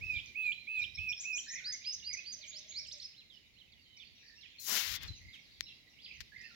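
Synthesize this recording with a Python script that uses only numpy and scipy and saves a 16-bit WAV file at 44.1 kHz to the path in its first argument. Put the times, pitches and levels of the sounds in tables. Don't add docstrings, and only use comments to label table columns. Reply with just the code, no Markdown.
import sys
import numpy as np
from scipy import signal
from scipy.fft import rfft, irfft, next_fast_len
from scipy.io import wavfile
from scipy.ndimage import uniform_filter1d, map_coordinates

SR = 44100
rng = np.random.default_rng(int(sys.argv[2]) if len(sys.argv) > 2 else 0)


def field_ratio(decibels):
    return 10 ** (np.asarray(decibels, dtype=float) / 20)


def log_audio(samples):
    frames = np.atleast_2d(samples).T
    limited = np.clip(frames, -1, 1)
    pcm = np.round(limited * 32767).astype(np.int16)
    wavfile.write(sys.argv[1], SR, pcm)


N = 288855

# f/Hz, relative level per Hz/dB
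AIR_COLOUR = [(15, -31), (25, -3), (76, -0.5), (217, -1), (373, -8.5), (1160, -19.5), (1740, -20.5),
              (2050, -0.5), (2550, -8), (3160, -9.5), (6210, -18), (8360, -26), (11300, -22.5),
              (14800, -30), (16000, -22)]
# t/s, level/dB
AIR_LEVEL = [(0, -60), (.7, -65.5), (1.5, -66), (2.5, -66), (3.5, -68.5), (4.5, -68), (5.3, -65),
             (5.8, -66), (6.55, -65)]
# f/Hz, likeness (1 same, 0 unrelated, below 0 opposed)
ALIKE = [(60, 0.51), (240, 0.57), (950, -0.023), (3770, -0.18), (15000, 0.17)]
# t/s, level/dB (before each of the two layers is turned down)
CHORUS_LEVEL = [(0, -57.5), (.16, -48), (.38, -65.5), (.47, -50.5), (.66, -67.5), (.78, -51), (.91, -64.5),
                (1.07, -55.5), (1.33, -52.5), (1.9, -53.5), (2.21, -52), (2.88, -54.5), (3.3, -60),
                (3.6, -63), (4.03, -64), (4.2, -56), (4.75, -55.5), (4.84, -47.5), (5.07, -56.5),
                (5.44, -57.5), (5.95, -62), (6.55, -55.5)]
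# f/Hz, relative level per Hz/dB
CHORUS_COLOUR = [(760, -87), (1300, -36.5), (1660, -10.5), (3340, -14.5), (3710, -1.5), (5680, -15),
                 (6470, -18.5), (8000, -28.5), (10400, -83.5), (17600, -120)]
# f/Hz, time to fade by 60 dB/s
TREE_FADE = [(1500, 0.35), (3000, 0.5), (6000, 0.37), (9000, 0.5)]
# start t/s, length/s, from f/Hz, to f/Hz, level/dB
DOVE_COOS = [(.98, .04, 620, 607, -84), (1.098, .38, 680, 698, -90), (1.502, 0.29, 601, 590, -88),
             (2.139, .11, 555, 567, -81.5), (2.367, .05, 610, 614, -77.5), (2.449, 0.037, 596, 655, -80),
             (2.53, 0.082, 636, 602, -76.5), (2.646, 0.069, 623, 630, -80), (2.809, 0.056, 628, 612, -76.5),
             (2.931, .06, 625, 570, -78)]
# start t/s, length/s, from f/Hz, to f/Hz, level/dB, left-right/dB
BABBLE = [(.14, 0.022, 2990, 3600, -62, -6.5), (.16, 0.028, 3720, 2845, -53.5, -5),
          (.26, 0.016, 6200, 4330, -58, -5.5), (.27, 0.022, 4370, 3990, -63, -3),
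          (.8, 0.045, 5500, 5167, -60, -4), (.81, 0.028, 4400, 4290, -65.5, -4),
          (.95, 0.027, 4160, 3910, -61.5, -3), (1.465, 0.047, 1680, 1940, -57, -1.5),
          (1.5, 0.052, 1980, 1830, -51, -3.5), (1.52, 0.084, 2317, 2437, -65, -24.5),
          (1.555, 0.048, 2106, 2030, -51.5, -5), (1.6, 0.11, 1496, 1514, -70.5, -4),
          (1.67, 0.084, 1700, 2170, -59, -6.5), (2.1, 0.043, 2170, 2244, -59, -9.5),
          (2.205, 0.013, 2220, 2070, -59, -17), (2.425, 0.06, 2300, 2333, -69.5, -18),
          (2.72, 0.1, 2230, 2290, -63, -9.5), (3.97, 0.055, 2306, 2415, -78.5, -33),
          (3.965, 0.0084, 4600, 5870, -59, 1), (3.973, 0.017, 5900, 4270, -57, -3),
          (4.05, 0.042, 4540, 4470, -70, -8), (4.23, 0.12, 1810, 1803, -74.5, -16),
          (4.25, 0.071, 4660, 4560, -71, -7), (4.43, 0.035, 2294, 1815, -71.5, -18),
          (4.62, 0.088, 4040, 3950, -62, 2), (4.7, 0.074, 3000, 3140, -51.5, 10),
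          (4.78, 0.028, 2750, 2680, -58, -10), (4.88, 0.088, 1900, 1910, -70.5, -22),
          (5.082, .018, 4170, 4000, -53, -7), (5.15, 0.037, 6110, 6150, -66.5, -1),
          (5.205, 0.2, 2048, 2243, -70.5, -14.5), (5.625, 0.022, 5520, 5240, -59, -3),
          (5.655, 0.043, 4080, 3860, -59, -3), (5.665, 0.063, 2887, 2670, -63.5, -9),
          (5.68, 0.04, 3440, 3200, -65, -5), (5.97, .06, 2220, 4960, -69.5, -14),
          (6.14, 0.068, 2230, 1900, -69.5, -11), (6.0, 0.034, 3320, 3780, -70, 1),
          (6.02, 0.074, 4840, 5000, -67.5, -2), (6.04, 0.033, 4200, 3900, -65, 0),
          (6.045, 0.027, 4970, 2417, -54.5, -5), (6.08, 0.041, 2164, 2490, -63, -16),
          (6.125, 0.016, 2460, 2140, -57, -14), (6.09, 0.077, 2560, 3000, -61.5, -3),
          (6.32, 0.048, 1656, 2117, -64.5, -16), (6.36, 0.028, 2150, 1945, -60.5, -15.5),
          (6.4, 0.033, 1960, 1803, -64, -22), (6.435, .05, 1850, 1810, -62, -12),
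          (6.38, .03, 4630, 4870, -60, -1), (6.408, 0.0118, 4870, 6300, -58.5, -5),
          (6.42, 0.051, 2530, 2710, -63, -8), (6.44, 0.036, 5070, 4920, -67, -8),
          (6.44, 0.048, 4470, 4330, -64.5, -1.5), (6.49, 0.05, 1530, 1386, -74.5, -8)]
# start t/s, length/s, from f/Hz, to f/Hz, level/dB, left-right/dB
CHATTER = [(.11, .035, 5300, 4650, -65.5, -4), (.425, 0.028, 3560, 4530, -71, -18),
           (.45, .04, 4410, 3760, -63.5, -13), (.15, .04, 3820, 3690, -62, -14),
           (.015, 0.023, 5570, 4480, -73, -14.5), (.53, 0.094, 3953, 4094, -62, -7.5),
           (.65, 0.025, 4120, 3210, -64, -9), (.76, 0.1, 3720, 3690, -68, -9.5),
           (.79, 0.014, 7800, 3600, -62.5, -7), (.82, .018, 3800, 3840, -53, -13),
           (.795, .015, 4920, 3870, -67, -8), (.98, .022, 3670, 2795, -55.5, -1.5),
           (1.43, .04, 3400, 4460, -73, -3), (1.575, 0.048, 3670, 2780, -65.5, -14.5),
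           (1.81, 0.038, 2190, 3000, -66, -12), (1.845, .015, 2950, 4370, -58.5, -15),
           (1.85, 0.0295, 2303, 2920, -56.5, -8.5), (1.88, 0.027, 2920, 2880, -58, -9),
           (1.995, 0.011, 4310, 2900, -60.5, -9), (2.025, 0.052, 2866, 2830, -63, -14.5),
           (2.033, 0.01, 2340, 2080, -64, -7), (2.075, 0.037, 3350, 2020, -60, -9),
           (2.141, 0.011, 2330, 2010, -44, -9.5), (2.17, 0.026, 2466, 2544, -50, -4),
           (2.2, 0.023, 3387, 3940, -71, -17), (2.25, 0.018, 2320, 4050, -65, -15),
           (2.32, 0.0078, 7800, 6030, -68, -9), (2.41, 0.043, 4830, 2810, -55.5, -7),
           (2.46, .015, 6900, 7500, -61, -6), (2.84, 0.028, 3900, 2640, -59, -14),
           (2.869, 0.01, 8480, 5260, -53.5, -7), (2.885, .03, 2880, 2900, -69.5, -14),
           (2.982, 0.0058, 8700, 6470, -58, -9), (3.04, .01, 7520, 5400, -73, 2),
           (3.135, 0.042, 2520, 4080, -68.5, -16), (3.18, 0.018, 4160, 4000, -55, -4),
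           (3.2, 0.026, 4000, 2420, -63.5, -11), (3.3, .022, 3910, 3130, -63, -15),
           (3.322, 0.061, 3180, 2880, -65, -14), (3.54, 0.052, 4400, 3980, -73.5, -9),
           (3.79, 0.038, 4550, 4620, -79, -14), (3.585, 0.039, 4160, 2900, -64, -12),
           (3.55, 0.064, 2264, 4330, -77.5, -24), (3.72, 0.022, 4900, 3140, -66, -11.5),
           (3.755, 0.06, 3040, 2725, -73, -12), (3.825, 0.032, 4590, 4040, -78, -13),
           (3.85, 0.2, 3990, 3660, -79, -14), (3.85, 0.18, 3140, 2940, -74, -16),
           (4.0, 0.024, 3590, 3200, -54, -10), (4.025, 0.014, 3300, 2420, -59, -13.5),
           (4.05, 0.15, 3100, 3250, -83, -4), (4.15, 0.13, 5640, 5710, -73.5, 5.5),
           (4.35, 0.08, 5530, 5440, -68, -6), (4.38, 0.024, 2730, 2820, -72.5, -22),
           (4.41, .055, 4380, 2365, -67.5, -30), (4.585, 0.03, 4260, 4180, -58, 4.5),
           (4.95, .025, 3190, 3680, -50, 1), (5.02, 0.037, 3410, 2280, -68, -23),
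           (5.066, .003, 7400, 4560, -63, 4), (5.075, 0.0077, 7760, 4700, -52.5, -3),
           (5.12, .06, 3240, 2680, -74.5, -18), (5.14, 0.056, 4070, 3120, -72, 5),
           (5.26, .07, 4900, 4730, -73, 3), (5.29, 0.087, 4250, 3650, -71, -12),
           (5.33, .04, 3735, 2450, -61.5, -12), (5.52, 0.11, 4700, 4500, -73, 0),
           (5.6, 0.086, 4460, 3600, -68, -7), (5.75, 0.084, 3920, 4050, -77, -9),
           (5.86, .1, 3830, 4040, -77, -9), (5.78, 0.0032, 5670, 4600, -71.5, 2),
           (5.87, 0.017, 1960, 2010, -65, -12), (6.135, 0.04, 6100, 6100, -73, 8)]
# fully up at t/s, hold/s, level/dB, twice the left-right difference/dB
PUFFS = [(0, 0.062, -51.5, 22.5), (0.151, .02, -48, 21), (0.276, 0.016, -67, 15), (0.471, .02, -68, 5),
         (0.832, 0.035, -57, 3), (0.986, 0.13, -58, -22), (1.945, 0.23, -73.5, 0), (2.81, .06, -68, -13),
         (4.07, 0.054, -74, -13), (4.911, 0.047, -55.5, 26), (5.013, 0.038, -55, -17),
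         (5.098, 0.014, -45, 12), (5.25, 0.023, -53.5, 12), (5.603, .04, -63.5, 13),
         (6.204, 0.022, -62.5, -6), (6.306, 0.22, -83, -11)]
# f/Hz, relative level per Hz/dB
THUMP_COLOUR = [(12, -49), (20, -17.5), (43, -1), (97, -2.5), (269, -27.5), (334, -26.5), (500, -48.5),
                (650, -51.5), (1100, -120)]
# t/s, hiss level/dB, rasp level/dB, drag level/dB (all before a 6 dB gain)
SLIDE_LEVELS = [(4.591, -71.5, -88, -105), (4.601, -51.5, -79, -103), (4.638, -49, -64, -93),
                (4.696, -37, -45, -49), (4.775, -36.5, -38, -51.5), (4.84, -46, -42.5, -63.5),
                (4.964, -46.5, -45, -68.5), (4.994, -91, -62.5, -73), (5.035, -51.5, -48, -67),
                (5.043, -69.5, -52.5, -63), (5.14, -83, -72.5, -87)]
# f/Hz, relative level per Hz/dB
PORT_COLOUR = [(88, -35), (150, -13), (398, -18.5), (439, -14), (524, -24), (578, -17.5), (1310, -11.5),
               (2100, -2), (2360, -4), (5460, 3), (8400, -12.5), (12400, -9.5), (16000, -9)]
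# t/s, strength/dB (before a 22.5 dB gain and the case), scrape re click/dB, scrape length/s
TAPS = [(5.032, -52.5, -17, .003), (5.085, -48, -38, 0.0045), (5.2131, -66, -14, .004),
        (5.334, -67, -8.5, 0.039), (5.466, -73.5, -11.5, 0.074), (5.608, -22, -46, 0.0086),
        (6.2055, -33, -24.5, 0.01), (6.41, -70, -8, .03)]
# f/Hz, width/Hz, level/dB
CASE_TONES = [(1900, 380, 4), (3600, 950, 2.5), (5300, 1470, 0.5), (12300, 6400, -16.5)]
# multiple of the pitch, level re note at its loudest/dB
SONG_OVERTONES = [(2, -41.5)]
# top t/s, rise/s, fall/s, from f/Hz, top f/Hz, level/dB,
# pointedness (over 1 a spike, under 1 a dome)
POINTS = [(1.219, .052, .042, 5120, 7510, -44.5, 2), (1.378, .052, 0.033, 5200, 7390, -41, 1.54),
          (1.53, 0.051, .038, 5010, 7040, -44, 1.37), (1.731, 0.01, 0.022, 5130, 6700, -41, 0.7),
          (1.937, .016, 0.018, 5220, 6480, -40, 0.68), (2.138, 0.0095, 0.0098, 5670, 6310, -40.5, 0.41),
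          (2.338, 0.017, 0.014, 6540, 6340, -44.5, 0.49), (2.929, .018, 0.018, 3285, 6510, -46.5, 1.5),
          (3.04, .018, 0.011, 3250, 6140, -50.5, 1.6)]
# start t/s, length/s, from f/Hz, plateau f/Hz, level/dB
HOOKS = [(1.641, 0.073, 3630, 5050, -39), (1.842, 0.073, 3780, 5180, -40.5),
         (2.034, .09, 3570, 4990, -42.5), (2.241, .085, 3840, 4870, -45.5),
         (2.465, 0.051, 5450, 6780, -50.5), (2.674, .045, 5000, 6770, -51.5)]
# start t/s, length/s, from f/Hz, to f/Hz, level/dB
SWEEPS = [(0.942, .022, 5190, 5510, -49.5), (1.086, .022, 5390, 5590, -43),
          (2.522, 0.074, 3480, 6300, -49.5), (2.701, .028, 2730, 4600, -55.5),
          (2.741, .06, 3740, 5720, -42), (2.797, .015, 5840, 5290, -51), (2.881, 0.011, 4830, 5300, -46.5),
          (2.999, 0.0055, 4610, 4140, -43.5), (3.005, 0.028, 4500, 5830, -53.5),
          (3.041, 0.021, 5490, 5030, -45.5)]
# t/s, left-right/dB
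SINGER_PAN = [(1.2, 1), (1.7, -3.5), (2.3, -6), (3.05, -5.5)]
# multiple of the pitch, level re note at its loudest/dB
WHISTLE_OVERTONES = [(2, -53), (3, -34.5), (5, -38), (6, -40.5)]
# start t/s, length up to the flick/s, level/dB, sag starts this long after the start/s,
# pitch it sags to f/Hz, top of the flick f/Hz
WHISTLES = [(.01, .181, -41, .073, 2368, 3540), (.348, 0.17, -38, 0.072, 2373, 3610),
            (0.669, 0.17, -38.5, 0.086, 2407, 3690), (0.974, .149, -39, .097, 2432, 3730),
            (1.238, 0.14, -41.5, 0.066, 2437, 3350)]
# t after its start/s, f/Hz, level re whistle/dB
WHISTLE_RISE = [(0, 2140, -15), (0.014, 2450, -2.5), (.027, 2578, -2), (.04, 2583, -1)]
# f/Hz, level/dB
MIC = [(30, -1.5), (7200, 0.5), (8600, -9), (10500, -3), (16000, 2)]

T = np.arange(N) / SR


def unit(x):
    return x / np.sqrt(np.mean(x ** 2) + 1e-20)


def along(points, hz):
    f, v = np.transpose(points)
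    return np.interp(np.log(hz + 1), np.log(f + 1), v)


def curves(rows):
    s, *columns = np.transpose(rows)
    return [np.interp(T, s, column) for column in columns]


def wobble(rate, size=N):
    points = rng.standard_normal(int(size * rate / SR) + 4)
    return map_coordinates(points, [np.arange(size) * rate / SR])


def filtered(x, response):
    m = next_fast_len(N + SR // 2)
    hz = np.fft.rfftfreq(m, 1 / SR)
    return irfft(rfft(x, m) * response(hz), m)[..., :N]


def sides(pan_db):
    return field_ratio(np.array([pan_db / 2, -pan_db / 2]))


def rush(colour, alike, patchy_db):
    z = signal.stft(rng.standard_normal((2, N)), nperseg=512)[2]
    patches = uniform_filter1d(rng.standard_normal(z.shape[1:]), size=5, axis=0)
    patches = uniform_filter1d(patches, size=8, axis=1)
    pair = signal.istft(z * field_ratio(patchy_db * unit(patches)), nperseg=512)[1][:, :N]

    def response(hz):
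        turn = np.arccos(np.clip(along(alike, hz), -1, 1)) / 2
        return field_ratio(along(colour, hz)) * [np.cos(turn), np.sin(turn)]

    mid, side = filtered(pair, response)
    return unit(np.array([mid + side, mid - side]))


def bird(notes, overtones, flutter_db, hoarse, lag_s, breath_db=-60, flutter_rate=110):
    out, edge_s = np.zeros((2, N + SR)), .003
    for pan_db, rows in notes:
        s, hz, db = np.transpose(rows)
        t = np.arange(s[0] - edge_s, s[-1] + edge_s, 1 / SR)
        size = len(t)
        glide = uniform_filter1d(np.interp(t, s, hz), size=110, mode="nearest")
        phase = 2 * np.pi * (np.cumsum(glide) / SR - glide * np.array([[lag_s], [0]]))
        spread = .15 * hz.mean()
        burr = wobble(spread, size) * np.sin(phase) + wobble(spread, size) * np.cos(phase)
        effort_db = np.interp(t, s, db)
        upper = 0
        for k, overtone_db in overtones:
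            unsteady = 1 + .5 * wobble(60, size)
            upper = upper + field_ratio(overtone_db) * unsteady * np.sin(k * phase) * (k * glide < SR / 2)
        upper = upper * field_ratio(effort_db - db.max())
        tone = np.sqrt(1 - hoarse) * np.sin(phase) + np.sqrt(hoarse) * burr + upper
        tone = tone + field_ratio(breath_db) * rng.standard_normal(tone.shape)
        to_edge = np.minimum(t - t[0], t[-1] - t)
        fade = np.sin(np.pi / 2 * np.clip(to_edge / (2 * edge_s), 0, 1)) ** 2
        level = field_ratio(effort_db + flutter_db * wobble(flutter_rate, size))
        start = max(round(t[0] * SR), 0)
        out[:, start:start + size] += np.sqrt(2) * fade * level * tone * sides(pan_db)[:, None]
    return out[:, :N]


def glides(table, in_db=0.5):
    notes = []
    for s, length, from_hz, to_hz, db, pan_db in table:
        middle_hz = min(from_hz, to_hz) + .4 * abs(from_hz - to_hz)
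        notes.append((pan_db, [(s, from_hz, db + in_db), (s + length / 2, middle_hz, db),
                               (s + length, to_hz, db + 0.5)]))
    return notes


def trees(x, wet_db, gap_s):
    out, hop = np.zeros((2, N + 2 * SR)), SR // 5
    for start in range(0, N, hop):
        hz, t, z = signal.stft(rng.standard_normal((2, SR * 3 // 4)), SR, nperseg=256)
        fade = field_ratio(-60 * t / along(TREE_FADE, hz)[:, None])
        tail = signal.istft(z * fade, SR, nperseg=256)[1]
        tail *= np.clip(np.arange(tail.shape[1]) / SR / gap_s, 0, 1)
        wet = signal.fftconvolve(x[:, start:start + hop], tail / np.linalg.norm(tail[0]), axes=1)
        out[:, start:start + wet.shape[1]] += wet
    return x + field_ratio(wet_db) * out[:, :N]


def air():
    return field_ratio(curves(AIR_LEVEL)[0]) * rush(AIR_COLOUR, ALIKE, patchy_db=-0.95)


def chorus():
    notes = []
    for when, pitch, length, bend, size, pan in rng.random((260, 6)):
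        s, hz, db = when * N / SR, 2500 * 2.4 ** pitch, -12 * size
        end_s, end_hz = s + 0.01377 + 0.062 * length, hz * (0.69 + 0.19 * bend)
        notes.append((12 * pan - 10, [(s, hz, db), (end_s, end_hz, db)]))
    chirps = bird(notes, [], flutter_db=3, hoarse=.5, lag_s=0)
    far = unit(trees(chirps, wet_db=7.5, gap_s=0.002))
    blur = rush(CHORUS_COLOUR, ALIKE, patchy_db=4)
    return field_ratio(curves(CHORUS_LEVEL)[0]) * (field_ratio(-9) * far + field_ratio(-11.5) * blur)


def dove():
    coos = glides([(*coo, 0) for coo in DOVE_COOS])
    return trees(bird(coos, [], flutter_db=5.5, hoarse=0.03, lag_s=0), wet_db=-8, gap_s=0.01)


def babbler():
    voice = bird(glides(BABBLE), [], flutter_db=3.5, hoarse=.55, lag_s=60e-6)
    return trees(voice, wet_db=-1.5, gap_s=0.0074)


def chatter():
    voice = bird(glides(CHATTER), [], flutter_db=3.0, hoarse=0.08, lag_s=60e-6)
    return trees(voice, wet_db=-4.0, gap_s=0.0073)


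def wind():
    calm_db, rise_s, fall_s = -73.5, 0.031, 0.024
    strength = field_ratio(calm_db)
    for s, hold, db, pan_db in PUFFS:
        shape = np.exp(np.minimum(T - s, 0) / rise_s - np.maximum(T - s - hold, 0) / fall_s)
        strength = strength + field_ratio(db) * sides(pan_db / 2)[:, None] * shape
    lumps = field_ratio(2.7 * np.array([wobble(7.3), wobble(12)]))
    return strength * unit(lumps * rush(THUMP_COLOUR, [(30, 0.051)], patchy_db=-1.0))


def slide():
    grain_db = 3.3 * rng.standard_normal((2, N)) + 0.31 * wobble(120)
    grains = rng.standard_normal((2, N)) * field_ratio(grain_db)
    on = (T > SLIDE_LEVELS[0][0]) & (T < SLIDE_LEVELS[-1][0])
    bands_hz = [(6700, 15700), (1080, 4580), (157, 1420)]
    leaks_db = [-36, -46, -48]
    out = np.zeros((2, N))
    for db, (low, high), leak_db in zip(curves(SLIDE_LEVELS), bands_hz, leaks_db):
        def response(hz):
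            return field_ratio(along(PORT_COLOUR, hz)) / (1 + (low / (hz + 1)) ** 6) / (1 + (hz / high) ** 6)

        out += field_ratio(db + 6.0) * unit(filtered(grains, response)) * field_ratio([[0], [leak_db]])
    return on * out


def taps():
    blows = np.zeros(N + SR)
    t = np.arange(SR // 10) / SR
    for s, db, scrape_db, scrape_s in TAPS:
        scrape = field_ratio(scrape_db) * rng.standard_normal(len(t)) / (1 + (t / scrape_s) ** 4)
        click = t == 0
        blows[round(s * SR):][:len(t)] += field_ratio(db + 22.5) * (click + scrape)

    def case(f):
        total = 0
        for k, (centre, width, db) in enumerate(CASE_TONES):
            ring = 1j * f * width / (centre * centre - f * f + 1j * f * width)
            total = total + (-1) ** k * field_ratio(db) * ring
        return total

    return filtered(blows[:N], case) * field_ratio([[0], [-34]])


def song():
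    def pan(s):
        return np.interp(s, *np.transpose(SINGER_PAN))

    u = np.linspace(0, 1, num=7)
    notes = glides([(*row, pan(row[0])) for row in SWEEPS], in_db=-10)
    falls_to, in_db, top_db, out_db = .75, -12.5, -3, -8.5
    for s, rise, fall, from_hz, top_hz, db, pointed in POINTS:
        def flank(foot_hz, foot_db):
            hz = foot_hz + (top_hz - foot_hz) * u ** pointed
            return [hz, db + foot_db * (1 - u) ** 4 + top_db * u ** 4]

        up = np.transpose([s - rise * (1 - u), *flank(from_hz, in_db)])
        down = np.transpose([s + fall * (1 - u), *flank(falls_to * top_hz, out_db)])
        notes.append((pan(s), np.vstack([up, down[-2::-1]])))
    bend, swell = 0.23, 0.37
    for s, length, from_hz, top_hz, db in HOOKS:
        hz = top_hz - (top_hz - from_hz) * np.exp(-u / bend)
        swell_db = np.interp(u, [0, swell, .83, 1], [-15.5, 0, 0, -9])
        notes.append((pan(s), np.transpose([s + length * u, hz, db + swell_db])))
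    return notes


def singer():
    voice = bird(song(), SONG_OVERTONES, flutter_db=1.5, hoarse=0.056, lag_s=40e-6, breath_db=-44.0)
    return trees(voice, wet_db=-3.0, gap_s=0.0038)


def whistles():
    pan_db, catch_s, catch_db = -8.5, .009, -4
    sag_to, sag_db = .85, 1
    up_s, down_s, end_hz, top_db, end_db = 0.007, .009, 3000, -6.5, -2
    held_hz = WHISTLE_RISE[-1][1]
    notes = []
    for s, length, db, sag_s, low_hz, flick_hz in WHISTLES:
        rise = [(s + after, hz, db + rel_db) for after, hz, rel_db in WHISTLE_RISE]
        catch = [(s + sag_s - 2 * catch_s, held_hz, db - 1.5), (s + sag_s - catch_s, held_hz, db + catch_db)]
        sag = [(s + sag_s, held_hz, db + 0.5), (s + sag_to * length, low_hz, db + sag_db),
               (s + length, low_hz, db)]
        flick = [(s + length + up_s, flick_hz, db + top_db),
                 (s + length + up_s + down_s, end_hz, db + end_db)]
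        notes.append((pan_db, rise + catch + sag + flick))
    return notes


def whistler():
    voice = bird(whistles(), WHISTLE_OVERTONES, flutter_rate=190, flutter_db=2.5, hoarse=.012,
                 lag_s=60e-6, breath_db=-44.0)
    return trees(voice, wet_db=-9, gap_s=0.0057)


def scene():
    background = air() + chorus() + dove() + babbler() + chatter()
    handling = wind() + slide() + taps()
    return background + handling + singer() + whistler()


def roll_off(x):
    return signal.sosfilt(signal.butter(12, 16530, fs=SR, output="sos"), x)


def record(dry):
    def response(hz):
        return field_ratio(along(MIC, hz)) * (hz < 15850) / (1 + (35 / (hz + 1)) ** 4)

    mix = filtered(dry, response)
    return roll_off(mix)


dry = scene()
out = record(dry)
log_audio(out)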